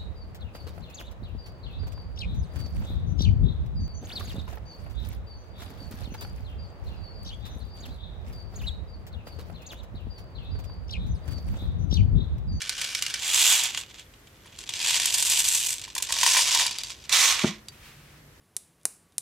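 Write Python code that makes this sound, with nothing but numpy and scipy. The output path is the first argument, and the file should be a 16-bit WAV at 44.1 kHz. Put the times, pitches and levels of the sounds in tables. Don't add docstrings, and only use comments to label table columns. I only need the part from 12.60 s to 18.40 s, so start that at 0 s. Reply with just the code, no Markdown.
import sys
import numpy as np
from scipy import signal
from scipy.fft import rfft, irfft
from scipy.io import wavfile
from scipy.ndimage import uniform_filter1d

SR = 44100
rng = np.random.default_rng(int(sys.argv[2]) if len(sys.argv) > 2 else 0)


def to_wav(sig):
    pcm = np.clip(np.atleast_2d(sig), -1, 1) * 32767
    pcm = np.round(pcm).astype(np.int16)
    wavfile.write(sys.argv[1], SR, pcm.T)


N = 255780
TIME = np.arange(N) / SR

TILT, FUNNEL, SHAKE, SLIDE, POUR = (0, .59), (.59, 1.96), (1.96, 3.47), (3.47, 4.47), (4.47, 5.1)
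# frequency in Hz, relative level in dB.
TILT_SPECTRUM = [(290, -63), (500, -20.5), (784, -19), (1230, -17.5), (1600, -4), (1980, -8), (2330, -2),
                 (2610, -7.5), (2890, -2), (4340, -4), (5800, -4.5), (7530, -8.5), (11300, -16),
                 (16000, -34)]
FUNNEL_SPECTRUM = [(240, -61.5), (400, -20), (446, -32), (536, -22), (893, -13.5), (1250, -18),
                   (1560, -9.5), (1760, -10), (3370, 0.5), (3990, -5), (5430, -7), (7280, -3.5),
                   (9610, -12), (12500, -16), (16000, -31)]
SHAKE_SPECTRUM = [(240, -38), (400, -25.5), (826, -17), (964, -12.5), (1290, -24), (1440, -15), (1990, -10),
                  (2400, -6.5), (3260, -0.5), (5350, -3), (7510, 0.5), (9320, -3), (11400, -6.5),
                  (15000, -17.5), (16000, -36)]
SLIDE_SPECTRUM = [(210, -58), (350, -29), (467, -28.5), (653, -18), (766, -25), (1020, -12.5), (1200, -24),
                  (1500, -18), (2390, -10), (3790, -5), (4310, -8.5), (4670, -5), (8310, -7),
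                  (11800, -15.5), (16000, -29.5)]
POUR_SPECTRUM = [(180, -60), (300, -25), (398, -18), (856, -7), (930, -4.5), (1060, -4), (1510, -4.5),
                 (2030, 1), (2880, 0.5), (3640, 5), (4830, -3.5), (5900, 0.5), (7820, -7), (13800, -21),
                 (16000, -34)]
# time of full flow in seconds, hold in seconds,
# relative level in dB, rise and fall near full flow in dB/s, hardness as relative treble lift in dB.
SURGES = [(0.0, 0.266, -34.5, 96, 98, -5), (0.169, 0.34, -34, 244, 260, 0.5),
          (0.808, 0.13, -19.5, 54.5, 76, 3), (1.043, 0.014, -27.5, 300, 243, -4),
          (1.176, 0.033, -37, 403.5, 380, 2), (1.372, 0.019, -44, 72, 240, -9),
          (1.87, 0.0085, -58, 702, 379, -16), (1.986, 0.054, -43.5, 1501.5, 447, -8),
          (2.273, 0.096, -21, 93, 64.5, -9), (2.539, 0.44, -26, 35, 65, 0),
          (2.72, 0.046, -24, 200, 120, -4.5), (3.053, 0.072, -31.5, 200, 166, 3.5),
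          (3.23, 0.03, -40, 300, 110, -17), (3.44, 0.0083, -35, 1400, 201.5, -5),
          (3.666, .14, -22, 64.5, 65, -3), (3.91, .11, -23, 123.5, 112, -6.5),
          (4.184, .14, -39, 149, 304, -10), (4.44, 0.046, -48.5, 63, 100, -12),
          (4.529, 0.16, -19.5, 511, 99, 5), (4.821, 0.052, -29, 107, 191, -2.5)]
# start in seconds, relative peak in dB, hardness as treble lift in dB.
CLACKS = [(.0181, -19.5, 1.5), (0.0935, -13.5, 6.5), (0.2148, -16.5, 3.5), (.243, -18.5, -1),
          (0.3493, -13.5, -1.5), (0.39, -22.5, -0.5), (.423, -14, 6), (.464, -15.5, -1.5), (.540, -16, 1.5),
          (.678, -18, 10), (0.744, -9, 11), (1.0357, -12.5, 14), (1.147, -18, -10), (1.174, -16, -4),
          (1.395, -31, -2), (1.538, -42, -23), (1.671, -43, -7), (1.988, -23.5, -8.5), (2.0907, -15.5, -12),
          (2.137, -16, -12), (2.457, -6.5, 4), (2.541, -8, -5), (2.6245, -6, 2), (2.698, -7, 12),
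          (2.791, -8.5, 19), (2.8858, -7.5, 9), (2.9482, -8, 8), (3.1029, -17, 3), (3.215, -23, -6),
          (3.238, -24, -11), (3.3512, -15.5, 3), (3.3795, -13, -4), (3.4236, -9.5, 1), (3.523, -12.5, -3),
          (3.631, -10.5, -2), (3.663, -7.5, -0.5), (3.949, -10.5, -1), (4.4939, -17.5, 5), (4.525, -13, 10),
          (4.792, -16.5, -2)]
# frequency in Hz, bandwidth in Hz, relative gain in dB.
WALL_MODES = [(1140, 215, 9), (2360, 230, 6), (2880, 9.4, 19), (3360, 60, 3), (4770, 38, 1),
              (6130, 120, 8.5), (7590, 820, 8), (8000, 76, -8)]
# start in seconds, relative level in dB.
KNOCKS = [(1.858, -44.5), (3.278, -39), (3.364, -26.5), (3.401, -34), (3.493, -33), (3.505, -26),
          (3.566, -25.5), (3.632, -15.5), (3.663, -22), (3.663, -25), (3.748, -18.5), (3.767, -15),
          (3.773, -18), (3.791, -18), (3.949, -21.5), (3.961, -24), (3.996, -20), (4.017, -22.5),
          (4.06, -25.5)]
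# frequency in Hz, relative level in dB, T60 in seconds.
HOLLOW_MODES = [(620, -8, 0.045), (900, -18, 0.017), (938, -2, 0.074), (1024, 0.5, 0.059),
                (1660, -1, 0.0145), (1907, 3, 0.027), (2348, -1, 0.043), (3140, 1.5, .015)]
# start in seconds, relative level in dB.
SET_DOWN = [(4.8397, -6), (4.8448, 2), (4.863, -20)]
# frequency in Hz, relative level in dB.
THUD_SPECTRUM = [(40, -29), (90, -2.5), (190, -1), (270, -2.5), (350, -5), (500, -20), (700, -18),
                 (1100, -24), (1500, -23), (2500, -53), (8000, -71)]
# frequency in Hz, relative level in dB, T60 in seconds.
DESK_MODES = [(157, -56, .15), (213, -50, 0.44), (355.1, -53, 0.37), (421, -43.5, 0.13),
              (630, -43.5, 0.052)]
# start in seconds, relative level in dB.
MAGAZINE_CLICKS = [(4.065, 1), (4.111, -6), (4.185, -4), (4.2347, -6), (4.3067, -14), (5.0843, -13)]
# frequency in Hz, relative level in dB, T60 in seconds.
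MAGAZINE_MODES = [(3900, -25, 0.04), (4620, -25, 0.056), (4700, -34, .06)]
# time in seconds, relative level in dB.
RUB_ENVELOPE = [(5.1, -46), (5.552, -42), (5.8, -53)]
BRUSH_ENVELOPE = [(5.12, -55), (5.2, -56.5), (5.265, -49), (5.36, -56.5), (5.6, -60)]
# frequency in Hz, relative level in dB.
CLOTH_SPECTRUM = [(300, -28), (900, -7), (2500, -2), (4500, -10), (9000, -16), (16000, -19)]
AMBIENCE_SPECTRUM = [(24, -47.5), (40, 4.5), (124, 1), (189, -6.5), (226, -6.5), (402, -8), (831, -16.5),
                     (1900, -15.5), (2630, -20), (4800, -23.5), (11300, -28.5), (12800, -26), (16000, -38)]
# frequency in Hz, RMS level in dB.
WHINE = [(4770, -92.5), (12839, -78)]


def pellets(span, spectrum, trim_db, per_s, spread_db, pan_db, clack_db):
    start, end = span
    response = minimum_phase(spectrum)
    out = from_db(clack_db) * clacks(start, end, response)
    rush = heap(TIME[int(start * SR):int(end * SR)], response, per_s, spread_db)
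    add(out, start, from_db(trim_db) * rush)
    return out * from_db(np.array([[1], [-1]]) * pan_db / 2)


def flow(t, creep_db=-69, settle_db=25, softer_db_per_db=0.53, jolt_db=-22, jolt_db_per_s=550):
    power, hardness = from_db(creep_db) ** 2, 0
    for s, hold_s, db, rise, fall, hard_db in SURGES:
        slack_db = rise * np.maximum(s - t, 0) + fall * np.maximum(t - s - hold_s, 0)
        slack_db *= 1 + (slack_db / (2 * settle_db)) ** 2
        surge = from_db(db - slack_db) ** 2
        power += surge
        hardness += surge * (hard_db - softer_db_per_db * slack_db)
    for s, db, hard_db in CLACKS:
        jolt = (t >= s) * from_db(db + jolt_db - jolt_db_per_s * np.clip(t - s, 0, 1)) ** 2
        power += jolt
        hardness += jolt * hard_db
    return 10 * np.log10(power), hardness / power


def heap(t, response, per_s, spread_db, crowding=.55, even_s=0.081, spot_count=24):
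    level_db, hardness_db = flow(t)
    rate = per_s * from_db(crowding * (level_db - level_db.max()))
    strengths = from_db(spread_db * np.minimum(rng.exponential(1, len(t)), 3))
    clicks = strengths * rng.choice([-1, 1], len(t)) * (rng.random(len(t)) < rate / SR)
    clicks *= from_db(level_db) / np.sqrt(uniform_filter1d(clicks ** 2, int(even_s * SR)) + rate / SR)
    spots = [contact(response) for _ in range(spot_count)]
    struck, size = rng.integers(0, spot_count, len(t)), spots[0].shape[1]
    rattle = np.zeros((2, len(t) + size))
    for i in np.flatnonzero(clicks):
        rattle[:, i:i + size] += clicks[i] * spots[struck[i]]
    lift_db = np.interp(t[0] + TIME[:len(t) + size], t, hardness_db)
    rattle = harden(rattle, 1.09 * lift_db, edge_hz=5840)
    return harden(rattle, 0.48 * np.maximum(lift_db, 0), edge_hz=12500)


def clacks(start, end, response, second_db=-1.0):
    out = np.zeros((2, N))
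    for s, db, hard_db in CLACKS:
        if start <= s < end:
            for delay_s, drop_db in ((0, 0), (rng.uniform(.0012, .003), second_db)):
                hit = harden(contact(response), hard_db, edge_hz=5500)
                add(out, s + delay_s, from_db(db + drop_db) * hit / np.abs(hit).max())
    return out


def contact(response, scatter_db=3.5, scatter_t60=0.019, pan_db=1.5, lag_s=.000017, size=2048):
    hz, t = np.fft.rfftfreq(size, 1 / SR), TIME[:size]
    travel_s = rng.uniform(.0002, .0007)
    lag, pan = lag_s * rng.normal(1, .5), pan_db * rng.normal()
    sides = np.array([[1], [-1]]) / 2
    tick = np.exp(-2j * np.pi * (2 * travel_s * np.sqrt(4000 * hz) + sides * lag * hz))
    fade = np.exp(-np.log(1000) * t / scatter_t60) * (t > travel_s)
    scatter = unit_energy(stereo_noise(size, apart_hz=13000) * fade)
    hit = irfft((tick + from_db(scatter_db) * rfft(scatter)) * response)
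    return unit_energy(hit * from_db(sides * pan))


def harden(x, treble_db, edge_hz):
    soft = signal.filtfilt(*signal.butter(2, edge_hz, fs=SR), x + 1e-18, padlen=0)
    return soft + from_db(treble_db) * (x - soft)


def bare_base(x, hit_s=4.52, hz=3950, width_hz=800, ring_db=-3.0, damped_db_per_s=110):
    gain = from_db(ring_db - damped_db_per_s * np.maximum(TIME - hit_s, 0)) * (TIME >= hit_s)
    return x + resonance(gain * x, hz, width_hz)


def wall(x, ring_db=-14.5, direct_db=1.0):
    ringing = sum(from_db(db + ring_db) * resonance(x, hz, width_hz) for hz, width_hz, db in WALL_MODES)
    return from_db(direct_db) * x + ringing


def knocks(gain_db=-5.5, vary_db=2.0, spray_db=5.0, spray_t60=0.054, per_s=5000):
    s, db = np.transpose(KNOCKS)
    hollow = np.zeros(N)
    for hz, mode_db, t60 in HOLLOW_MODES:
        strengths = from_db(db + mode_db + gain_db + rng.normal(0, vary_db, len(s)))
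        hollow += ring(click_train(s, strengths), hz, t60)
    decay = np.exp(-np.log(1000) / (spray_t60 * SR))
    envelope = signal.lfilter([1], [1, -decay], click_train(s, from_db(db + spray_db)) + 1e-18)
    ticks = envelope * rng.choice([-1, 1], N) * (rng.random(N) < per_s / SR)
    spray = convolve(ticks, contact(minimum_phase(SLIDE_SPECTRUM)))
    return butter(hollow, 920, "high", order=4) + spray


def thud(gain_db=7.5, ring_db=1.5):
    s, db = np.transpose(SET_DOWN)
    blows = click_train(s, -from_db(db + gain_db))
    desk = sum(from_db(mode_db + ring_db) * ring(blows, hz, t60) for hz, mode_db, t60 in DESK_MODES)
    return butter(colour(blows, THUD_SPECTRUM) + desk, 60, "high")


def magazine(gain_db=-1.5):
    s, db = np.transpose(MAGAZINE_CLICKS)
    clicks = click_train(s, from_db(db + gain_db))
    metal = sum(from_db(mode_db) * ring(clicks, hz, t60) for hz, mode_db, t60 in MAGAZINE_MODES)
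    return metal + convolve(clicks, contact(minimum_phase(SLIDE_SPECTRUM)))


def glove_rub(gain_db=-15.5, centre_hz=145, t60=0.16):
    s, db = np.transpose(RUB_ENVELOPE)
    rub = ring(rng.standard_normal(N), centre_hz, t60)
    return from_db(gain_db) * np.interp(TIME, s, from_db(db), left=0) * rub / rub.std()


def glove_brush():
    s, db = np.transpose(BRUSH_ENVELOPE)
    hiss = colour(stereo_noise(N, apart_hz=4300), CLOTH_SPECTRUM)
    return np.interp(TIME, s, from_db(db), left=0, right=0) * hiss / hiss.std()


def room(x, wet_db, t60, early_db, early_t60=0.091, gap_s=.003):
    early = convolve(x, diffuse_tail(early_t60, apart_hz=4000))
    late = butter(convolve(x, diffuse_tail(t60, apart_hz=5100)), 4500, "low", order=1)
    echoes = from_db(early_db) * early + from_db(wet_db) * late
    return x + np.pad(echoes, ((0, 0), (int(gap_s * SR), 0)))[:, :N]


def diffuse_tail(t60, apart_hz, passes=4):
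    t = TIME[:int(1.5 * t60 * SR)]
    fade = np.exp(-np.log(1000) * t / t60)
    tail = stereo_noise(len(t), apart_hz) * fade
    for _ in range(passes):
        spectrum = rfft(tail, 2 * len(t))
        tail = irfft(spectrum / (np.abs(spectrum) + 1e-12))[:, :len(t)] * np.sqrt(fade)
    return unit_energy(tail)


def ambience(air_db=-53.5, whine_t60=0.044):
    air = butter(colour(stereo_noise(N, apart_hz=980), AMBIENCE_SPECTRUM), 35.2, "high", order=4)
    whine = sum(from_db(db) * np.sqrt(N) * unit_energy(ring(rng.standard_normal(N), hz, whine_t60))
                for hz, db in WHINE)
    return from_db(air_db) * air / air.std() + whine


def stereo_noise(size, apart_hz):
    mid, side = rng.standard_normal((2, size))
    k = np.tan(np.pi * apart_hz / SR)
    return mid + signal.lfilter([1, -1], [1 + k, k - 1], side) * [[1], [-1]]


def ring(clicks, hz, t60):
    r, w = from_db(-60 / (t60 * SR)), 2 * np.pi * hz / SR
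    return signal.lfilter([0, np.sin(w)], [1, -2 * r * np.cos(w), r * r], clicks + 1e-18)


def resonance(x, hz, width_hz):
    return signal.lfilter(*signal.iirpeak(hz, hz / width_hz, fs=SR), x + 1e-18)


def minimum_phase(spectrum, size=2048):
    hz, db = np.transpose(spectrum)
    grid = np.maximum(np.fft.rfftfreq(size, 1 / SR), 1)
    cepstrum = irfft(np.log(from_db(np.interp(np.log(grid), np.log(hz), db))))
    cepstrum[0] /= 2
    cepstrum[size // 2:] = 0
    return np.exp(2 * rfft(cepstrum))


def colour(x, spectrum):
    return convolve(x, unit_energy(irfft(minimum_phase(spectrum, size=8192))))


def convolve(x, response):
    return signal.fftconvolve(np.atleast_2d(x), np.atleast_2d(response), axes=-1)[:, :N]


def butter(x, hz, kind, order=2):
    return signal.sosfilt(signal.butter(order, hz, kind, fs=SR, output="sos"), x + 1e-18)


def click_train(times, gains):
    return np.bincount((np.asarray(times) * SR).astype(int), gains, N)[:N]


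def unit_energy(x):
    return x / np.sqrt(np.mean(np.sum(x ** 2, axis=-1)))


def from_db(db):
    return 10 ** (np.asarray(db) / 20)


def add(out, s, sound):
    at = int(s * SR)
    out[:, at:at + sound.shape[1]] += sound[:, :N - at]


def scene():
    rattle = (
        pellets(TILT, TILT_SPECTRUM, trim_db=-3.5, per_s=2500, spread_db=6, pan_db=-1.8, clack_db=1)
        + pellets(FUNNEL, FUNNEL_SPECTRUM, trim_db=-2, per_s=4500, spread_db=5.5, pan_db=-2.2,
                  clack_db=-1.5)
        + pellets(SHAKE, SHAKE_SPECTRUM, trim_db=0.5, per_s=1200, spread_db=4, pan_db=-1, clack_db=-3)
        + pellets(SLIDE, SLIDE_SPECTRUM, trim_db=1.4, per_s=3400, spread_db=6, pan_db=-0.6, clack_db=1)
        + pellets(POUR, POUR_SPECTRUM, trim_db=-2.5, per_s=6000, spread_db=4, pan_db=-3.5, clack_db=1))
    impacts = room(wall(bare_base(rattle)) + knocks() + magazine(), wet_db=-13, t60=0.36, early_db=-10.5)
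    landing = room(thud(), wet_db=-8, t60=0.42, early_db=-10)
    return impacts + landing + glove_rub() + glove_brush() + ambience()


def record(dry):
    cutoff_hz = 16100
    return signal.sosfilt(signal.ellip(12, .1, 80, cutoff_hz, fs=SR, output="sos"), np.tanh(dry))


dry = scene()
out = record(dry)
to_wav(out)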